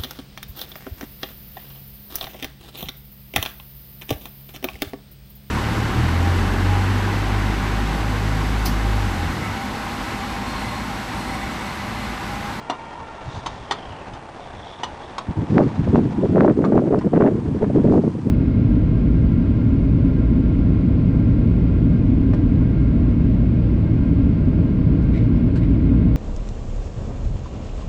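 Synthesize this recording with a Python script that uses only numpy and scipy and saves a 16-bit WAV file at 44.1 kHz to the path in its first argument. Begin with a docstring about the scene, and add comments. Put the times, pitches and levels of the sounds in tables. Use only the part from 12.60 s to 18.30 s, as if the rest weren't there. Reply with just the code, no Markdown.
"""A gritty rolling rumble with hollow clacks: a child rides a two-wheeled caster board past the microphone
and away along a concrete park path. The wheels grind over the grain and knock across the joints, ringing
the plastic deck; a low whirr glides and the casters rasp in the swerves. Traffic and leaves lie far off.
Light puffs of air brush the microphone; from halfway, gusts buffet it and overload it with sharp pops."""
import sys
import numpy as np
from scipy import signal
from scipy.fft import rfft, irfft
from scipy.io import wavfile

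SR = 44100
rng = np.random.default_rng(int(sys.argv[2]) if len(sys.argv) > 2 else 0)


def unload_audio(sound):
    """Save the sound as a 16-bit wav file, at the path given as the first command line argument."""
    columns = np.transpose(np.atleast_2d(sound))
    # keep every value between -1 and 1, then stretch to whole-number steps
    steps = np.round(np.clip(columns, -1, 1) * 32767)
    wavfile.write(sys.argv[1], SR, steps.astype(np.int16))


N = 251370

# the board nears, passes and rolls away: (time [s], rumble before its trim [dB], grit [dB])
RIDE_LEVELS = [(0, -34, -58), (.45, -33, -57.5), (1.1, -31.5, -58.5), (1.47, -31.5, -58.5),
               (1.68, -34.5, -60.5), (2.3, -32.5, -57.5), (2.7, -33.5, -60), (3.2, -31, -57),
               (3.65, -34, -58.5), (4.1, -43, -61.5), (5.1, -37.5, -61), (5.7, -44, -59.5)]
# the tyres scrub sideways in a swerve: (middle [s], half length [s], caster rasp [dB], grit [dB])
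TYRE_SCRUBS = [(0.74, 0.09, -50.5, -52), (0.956, 0.15, -54.5, -55), (1.26, 0.16, -50, -67),
               (1.827, .06, -54, -66), (2.104, 0.14, -49, -61), (2.464, 0.065, -49, -68),
               (2.975, .1, -67, -55)]
# a wheel hits a joint or chip: (time [s], thud [dB], crack [dB], scrape decay [s], pitch [ratio])
JOINT_HITS = [(0.0978, -18, -28.5, 0.0041, 1.01), (0.1223, -28.5, -60, 0.0056, 1.05),
              (.860, -22.5, -28, .007, 1.097), (1.1098, -18, -22, .003, 1.05),
              (1.120, -24, -28.5, 0.0026, 1.23), (1.533, -41, -43.5, 0.0092, 1.07),
              (2.233, -21.5, -26, 0.0043, 1.034), (2.5816, -23, -31, 0.0031, 1.13),
              (4.046, -23, -43.5, 0.0053, 1.213), (4.387, -45, -44.5, .004, 1.53),
              (4.411, -31, -68, 0.0049, 1.05)]
USUAL_EDDY_HZ = 232


def from_db(db):
    """Decibels to gain."""
    return 10 ** (np.asarray(db) / 20)


def rms_one(x):
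    """Scale to unit power."""
    return x / np.sqrt(np.mean(x ** 2) + 1e-20)


def in_time(rows):
    """The columns of an automation curve at every sample."""
    s, *columns = np.transpose(rows)
    return [np.interp(np.arange(N) / SR, s, c) for c in columns]


def at_hz(points, hz):
    """Read an EQ curve on a log-frequency axis."""
    freqs, db = np.transpose(points)
    return np.interp(np.log(hz + 1e-3), np.log(freqs), db)


def coloured(x, spectrum):
    """Shape a signal with an EQ curve; rms 1."""
    gain = from_db(at_hz(spectrum, np.fft.rfftfreq(N, 1 / SR)))
    return rms_one(irfft(rfft(x) * gain, N))


def cut(x, hz, kind, order=2):
    """Butterworth low-, high- or band-pass."""
    return signal.sosfilt(signal.butter(order, hz, kind, fs=SR, output="sos"), x)


def drift(rate_hz):
    """Smooth random modulation; rms 1."""
    rolloff = 1 + (np.fft.rfftfreq(N, 1 / SR) / rate_hz) ** 4
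    return rms_one(irfft(rfft(rng.standard_normal(N)) / rolloff, N))


def narrow_noise(hz, width_hz):
    """A narrow band of noise whose centre glides; rms 1."""
    white = rng.standard_normal(N) + 1j * rng.standard_normal(N)
    rolloff = 1 + (np.fft.fftfreq(N, 1 / SR) / width_hz) ** 2
    shaking = np.fft.ifft(np.fft.fft(white) / rolloff)
    return rms_one(np.real(shaking * np.exp(2j * np.pi * np.cumsum(hz) / SR)))


def patter(per_s, size_db, cap):
    """Random clicks of either sign, the biggest cap * size_db above the smallest."""
    sizes = from_db(size_db * np.minimum(rng.exponential(1, N), cap)) * rng.choice([-1, 1], N)
    return sizes * (rng.random(N) < per_s / SR)


def evened(x, window_s):
    """Hold the short-term power of a noise near 1."""
    window = signal.windows.hann(int(2 * window_s * SR))
    power = signal.fftconvolve(x * x, window / window.sum(), "same")
    return x / np.sqrt(np.maximum(power, 1e-12))


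def swell(middle_s, half_length_s):
    """A bell-shaped rise and fall of height 1."""
    return np.exp(-((np.arange(N) / SR - middle_s) / half_length_s) ** 2)


def burst(s, length_s, attack_s=0.0082, release_s=0.0093):
    """Envelope of one push of air: attack, hold, release."""
    t = np.arange(N) / SR
    outside = np.maximum(s - t, 0) / attack_s + np.maximum(t - s - length_s, 0) / release_s
    return np.exp(-np.minimum(outside, 20))


def board_body(force, pitch=1):
    """The force at the wheels rings all the board's resonances in parallel."""
    # wheel, caster and deck modes: (frequency at pitch 1 [Hz], width [Hz], gain [dB])
    modes = [(300, 170, -1.5), (475, 130, -2.5), (790, 197, 6.5), (978, 85, 10), (1110, 120, -4),
             (1350, 240, -4.5), (1790, 106, -3), (2830, 470, -4), (2760, 180, -0.5), (3420, 300, -8),
             (4790, 300, -10.5), (4970, 610, -17.5), (5780, 150, -12), (6380, 200, -22.5),
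             (7800, 400, -23.5), (8800, 1900, -22.5)]
    out = 0
    for k, (hz, width, db) in enumerate(modes):
        r, w = np.exp(-np.pi * width / SR), 2 * np.pi * hz * pitch / SR
        ring = (1 - r * r) / 2 * signal.lfilter([1, 0, -1], [1, -2 * r * np.cos(w), r * r], force)
        out = out + (-1) ** k * from_db(db) * ring
    return out


def rolling(judder_db=1.5, body_db=-21.5, split_hz=2300, rumble_trim_db=-5.5):
    """Sand grains patter under the wheels, heard direct and through the board; grittier in a swerve."""
    # tone of tyre on concrete: (frequency [Hz], gain [dB])
    contact_eq = [(40, -4.5), (120, -3.5), (230, -3), (500, -5), (900, -2.5), (1300, -10.5), (2200, -14),
                  (3200, -13.5), (4500, -12), (6500, -16.5), (10000, -39)]
    rumble_db, grit_db = in_time(RIDE_LEVELS)
    scrub = sum(from_db(db) * swell(s, half_s) for s, half_s, _, db in TYRE_SCRUBS)
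    grains = patter(per_s=2500, size_db=1.0, cap=4)
    judder = from_db(judder_db * drift(35))
    grind = judder * (from_db(body_db) * rms_one(board_body(grains)) + coloured(grains, contact_eq))
    rumble = rms_one(cut(grind, split_hz, "low", order=3))
    grit = rms_one(cut(grind, split_hz, "high", order=3))
    return from_db(rumble_db + rumble_trim_db) * rumble + np.hypot(from_db(grit_db), scrub) * grit


def wheel_hum(start_hz=463, sag_hz_per_s=11, width_hz=36, level_db=-45.5):
    """One wheel hums at the start, overtones only, sinking in pitch as it swells and fades."""
    # the hum's partials: (harmonic [number], level relative to level_db [dB])
    overtones = [(2, 2), (3, -2), (4, -9), (5, -11), (6, -13), (7, -15.5)]
    hz = start_hz - sag_hz_per_s * np.arange(N) / SR
    hum = sum(from_db(level_db + db) * narrow_noise(k * hz, width_hz) for k, db in overtones)
    return swell(0.22, 0.75) * hum


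def whirr(relative_db=-17.5, waver_db=4.5):
    """A low, wavering whirr in the rolling sound glides down and up as the board passes."""
    # centre of the whirr: (time [s], frequency [Hz])
    glide = [(0, 948.5), (1.35, 905), (1.8, 719), (2.05, 736), (2.2, 925), (2.48, 769), (2.75, 919),
             (5.7, 987)]
    (hz,), (rumble_db, _) = in_time(glide), in_time(RIDE_LEVELS)
    return from_db(rumble_db + relative_db + waver_db * drift(8.7)) * narrow_noise(hz, width_hz=90)


def caster_rasp(relative_db=-29, width_hz=280, sheen_ratio=1.6, sheen_db=-14,
                chatter_hz=58, chatter_db=7, jitter=0.42):
    """The casters' high rasp swells in each swerve and chatters as the tyre grips and slips."""
    # centre of the rasp: (time [s], frequency [Hz])
    glide = [(0, 3250), (.75, 3635), (1.33, 3030), (1.48, 2540), (1.7, 3460), (5.7, 3320)]
    (hz,), (rumble_db, _) = in_time(glide), in_time(RIDE_LEVELS)
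    scrub = sum(from_db(db) * swell(s, half_s) for s, half_s, db, _ in TYRE_SCRUBS)
    slips = np.cumsum(chatter_hz * (1 + jitter * drift(30))) / SR
    chatter = rms_one(from_db(chatter_db * np.cos(2 * np.pi * slips)))
    rasp = narrow_noise(hz, width_hz) + from_db(sheen_db) * narrow_noise(sheen_ratio * hz, width_hz)
    return np.hypot(from_db(rumble_db + relative_db), scrub) * chatter * rasp


def park(level_db=-45):
    """Distant traffic and leaves blur into a steady bed of noise."""
    # tone of the ambience: (frequency [Hz], gain [dB])
    ambience_eq = [(30, -11), (200, -3.5), (900, 3), (1500, -8), (3000, -15.5), (5000, -33), (7500, -24.5),
                   (10000, -27.5)]
    return from_db(level_db) * coloured(rng.standard_normal(N), ambience_eq)


def breeze(floor_db=-50):
    """Slow air on the microphone makes only a soft, low flutter."""
    # puffs of light air: (start [s], length [s], level [dB])
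    puffs = [(0.412, 0.025, -39), (0.661, 0.031, -30.5), (.75, 0.04, -31), (.83, 0.22, -39.5),
             (1.265, 0.077, -38.5), (1.476, 0.076, -37.5), (1.9, .13, -42), (2.283, 0.053, -42)]
    # tone of the flutter: (frequency [Hz], gain [dB])
    flutter_eq = [(20, -10.5), (50, 1), (95, 3), (150, -3.5), (250, -20.5), (500, -42), (1000, -60)]
    power = from_db(floor_db) ** 2 + sum((from_db(db) * burst(s, hold_s)) ** 2 for s, hold_s, db in puffs)
    return np.sqrt(power) * evened(coloured(rng.standard_normal(N), flutter_eq), window_s=0.12)


def clack(thud_db, crack_db, decay_s, pitch, rise_s=.002, tyre_hz=7900, snap_db=-26, split_hz=2100):
    """One touch of a wheel on an edge: an impact and a short scrape, dulled by the soft tyre."""
    out, t = 0, np.arange(SR // 8) / SR
    scraping = rng.standard_normal(len(t)) * (1 - np.exp(-t / rise_s)) * np.exp(-t / decay_s)
    # the impact counts for more in the thud, the scraping in the crack
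    for db, kind, scrape in ((thud_db, "low", 0.14), (crack_db, "high", 1.0)):
        force = cut((t == 0) + scrape * scraping, tyre_hz, "low", order=4)
        part = cut(board_body(force, pitch) + from_db(snap_db) * force, split_hz, kind, order=3)
        power = np.sum(part ** 2) / (.008 * SR)   # as if packed into 8 ms
        out = out + from_db(db) * part / np.sqrt(power)
    return out


def knocks(bounce_s=.008, loss_db=8.5, bounce_detune=0.18):
    """A wheel clacks on each joint and rebounds twice, weaker every time."""
    out = np.zeros(N)
    for s, thud_db, crack_db, decay_s, pitch in JOINT_HITS:
        for k in range(3):
            start = int((s + k * bounce_s * rng.uniform(.9, 1.1)) * SR)
            detune = 1 + bounce_detune * (k % 2)
            touch = clack(thud_db - k * loss_db, crack_db - k * loss_db, decay_s, pitch * detune)
            out[start:start + len(touch)] += touch
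    return out


def deck_ring(base_hz=1013, width_hz=24, relative_db=-15):
    """Each knock leaves the hollow deck ringing briefly, softer than the thud."""
    out, t = np.zeros(N), np.arange(SR // 8) / SR
    for s, thud_db, _, _, pitch in JOINT_HITS:
        ring = np.sin(2 * np.pi * base_hz * pitch * t) * np.exp(-np.pi * width_hz * t)
        start = int(s * SR)
        out[start:start + len(t)] += from_db(thud_db + relative_db) * ring
    return out


def outdoors(x, wet_db=-17, t60_s=0.16, predelay_s=.012, dull_hz=4000):
    """A thin, short scatter off a fence, a cabinet and the ground."""
    t = np.arange(SR // 2) / SR
    tail = cut(rng.standard_normal(len(t)), dull_hz, "low") * from_db(-60 * t / t60_s) * (t > predelay_s)
    return x + from_db(wet_db) * signal.fftconvolve(x, tail / np.sqrt(np.sum(tail ** 2)))[:N]


def wind_flow(start_s=2.61, rise_s=0.78, steady_db=-25, lull_hz=168):
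    """Wind level [dB] and eddy pitch [Hz]: gusts ride a steady flow, the strongest leading the pitch."""
    # gusts on the microphone: (start [s], length [s], level [dB], eddy pitch [Hz])
    gusts = [(2.694, 0.013, -21, 153), (2.774, 0.061, -21, 188), (2.908, 0.17, -17, 190),
             (2.968, 0.052, -8.5, 318), (3.183, 0.053, -21.5, 149), (3.278, 0.021, -13.5, 179),
             (3.339, 0.058, -11.5, 239), (3.403, 0.076, -18.5, 199), (3.578, 0.028, -16.5, 167),
             (3.629, .03, -14, 250), (3.699, 0.054, -16, 226), (3.759, 0.151, -10.5, 303),
             (3.971, 0.13, -17.5, 281), (4.126, 0.07, -12, 264), (4.195, 0.19, -19.5, 297),
             (4.311, 0.049, -14.5, 280), (4.453, 0.019, -14.5, 281), (4.533, 0.044, -12, 298),
             (4.604, 0.081, -10, 297), (4.687, 0.1, -22, 240), (4.881, 0.087, -21.5, 179),
             (5.021, 0.024, -13, 297), (5.065, .16, -20.5, 205), (5.156, 0.049, -12, 254),
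             (5.242, 0.15, -11.5, 235), (5.441, 0.039, -16, 240), (5.54, 0.013, -21, 215),
             (5.662, 0.013, -16, 218)]
    risen = np.clip((np.arange(N) / SR - start_s) / rise_s, 0, 1)
    power = (from_db(steady_db) * risen) ** 2 + 1e-12
    weighted_hz = power * lull_hz
    for s, length_s, db, hz in gusts:
        gust = (from_db(db) * burst(s, length_s)) ** 2
        power += gust
        weighted_hz += gust * hz
    return 10 * np.log10(power), weighted_hz / power


def buffeting(wind_db, eddy_hz, lumps_db=2.5, flicker_octaves=0.16):
    """Turbulence at the microphone port: faster air sheds smaller eddies, shifting the spectrum up."""
    # tone at the usual eddy pitch: (frequency [Hz], gain [dB])
    gust_eq = [(20, -22), (50, -26.5), (100, -2.5), (170, 4), (260, 1), (400, -2), (600, -21), (900, -41),
               (1500, -53), (3000, -60.5), (9000, -69.5)]
    stretch = eddy_hz / USUAL_EDDY_HZ * 2 ** (flicker_octaves * drift(110))
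    out, white = 0, rng.standard_normal((2, N))
    edges_hz = 20 * 2 ** (np.arange(18) / 2)   # half-octave bands
    for k, (low, high) in enumerate(zip(edges_hz, edges_hz[1:])):
        band = cut(white[k % 2], [low, high], "band", order=3)
        out = out + band * from_db(at_hz(gust_eq, np.sqrt(low * high) / stretch))
    return from_db(wind_db + lumps_db * drift(65)) * evened(out, window_s=0.014)


def crackle(wind_db, eddy_hz, low_hz=850, high_hz=1550, relative_db=-35.5, db_per_octave=24):
    """Fast air also sheds many tiny eddies, which crackle on top of the gust."""
    ticks = patter(per_s=300, size_db=6.0, cap=3) + 1e-18
    ticks = rms_one(cut(cut(ticks, low_hz, "high"), high_hz, "low", order=4))
    return ticks * from_db(wind_db + relative_db + db_per_octave * np.log2(eddy_hz / USUAL_EDDY_HZ))


def small_pops(wind_db, above_db=-15, relative_db=-3, centre_hz=480, spread_db=1.0, spread_octaves=.2):
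    """Lesser pops come at random in strong wind: rows of (time [s], peak [dB], centre [Hz])."""
    tries = 260
    moments, chance = rng.integers(0, N, tries), rng.standard_normal((tries, 2))
    return [(i / SR, wind_db[i] + relative_db + spread_db * size, centre_hz * 2 ** (spread_octaves * pitch))
            for i, (size, pitch) in zip(moments, chance) if wind_db[i] > above_db]


def with_pops(wind, wind_db, dip_s=0.0017):
    """Sharp pops as gusts overload the microphone, the wind dipping briefly under each."""
    # the loudest pops: (time [s], peak [dB], centre [Hz])
    loud_pops = [(2.9816, -4, 1030), (2.992, -5, 440), (3.0152, -19, 590), (3.358, -4, 587),
                 (3.7813, -11, 716), (3.8079, -5, 920), (3.88, -9.5, 775), (4.042, -11.5, 775),
                 (4.1787, -5.5, 620), (4.346, -9, 630), (4.609, -8.5, 595), (4.623, -9, 754),
                 (5.185, -15, 436)]
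    out, t = wind.copy(), np.arange(N) / SR
    for s, db, hz in small_pops(wind_db) + loud_pops:
        near = np.abs(t - s) < .01
        dt = t[near] - s
        phase = 2 * np.pi * hz * dt
        dip = 1 - np.exp(-(dt / dip_s) ** 2)
        pop = -phase * np.exp((1 - phase ** 2) / 2)   # one swing up, one down
        out[near] = out[near] * dip + from_db(db) * pop
    return out


def scene():
    """Board, park and wind at one microphone."""
    ambience = park()
    wind_db, eddy_hz = wind_flow()
    wind = breeze() + with_pops(buffeting(wind_db, eddy_hz), wind_db) + crackle(wind_db, eddy_hz)
    wheels = rolling() + wheel_hum() + whirr() + caster_rasp()
    clacks = outdoors(knocks() + deck_ring())
    return (wheels + clacks + ambience + wind)[None]


def record(dry, push_limit=.62, pull_limit=.72, hardness=4, cutoff_hz=9850):
    """The microphone overloads, sooner on a push than on a pull; the top end is cut steeply."""
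    ceiling = np.where(dry > 0, push_limit, pull_limit)
    rounded = dry / (1 + np.abs(dry / ceiling) ** hardness) ** (1 / hardness)
    return signal.sosfilt(signal.ellip(12, .1, 80, cutoff_hz, fs=SR, output="sos"), rounded)


dry = scene()
out = record(dry)
unload_audio(out)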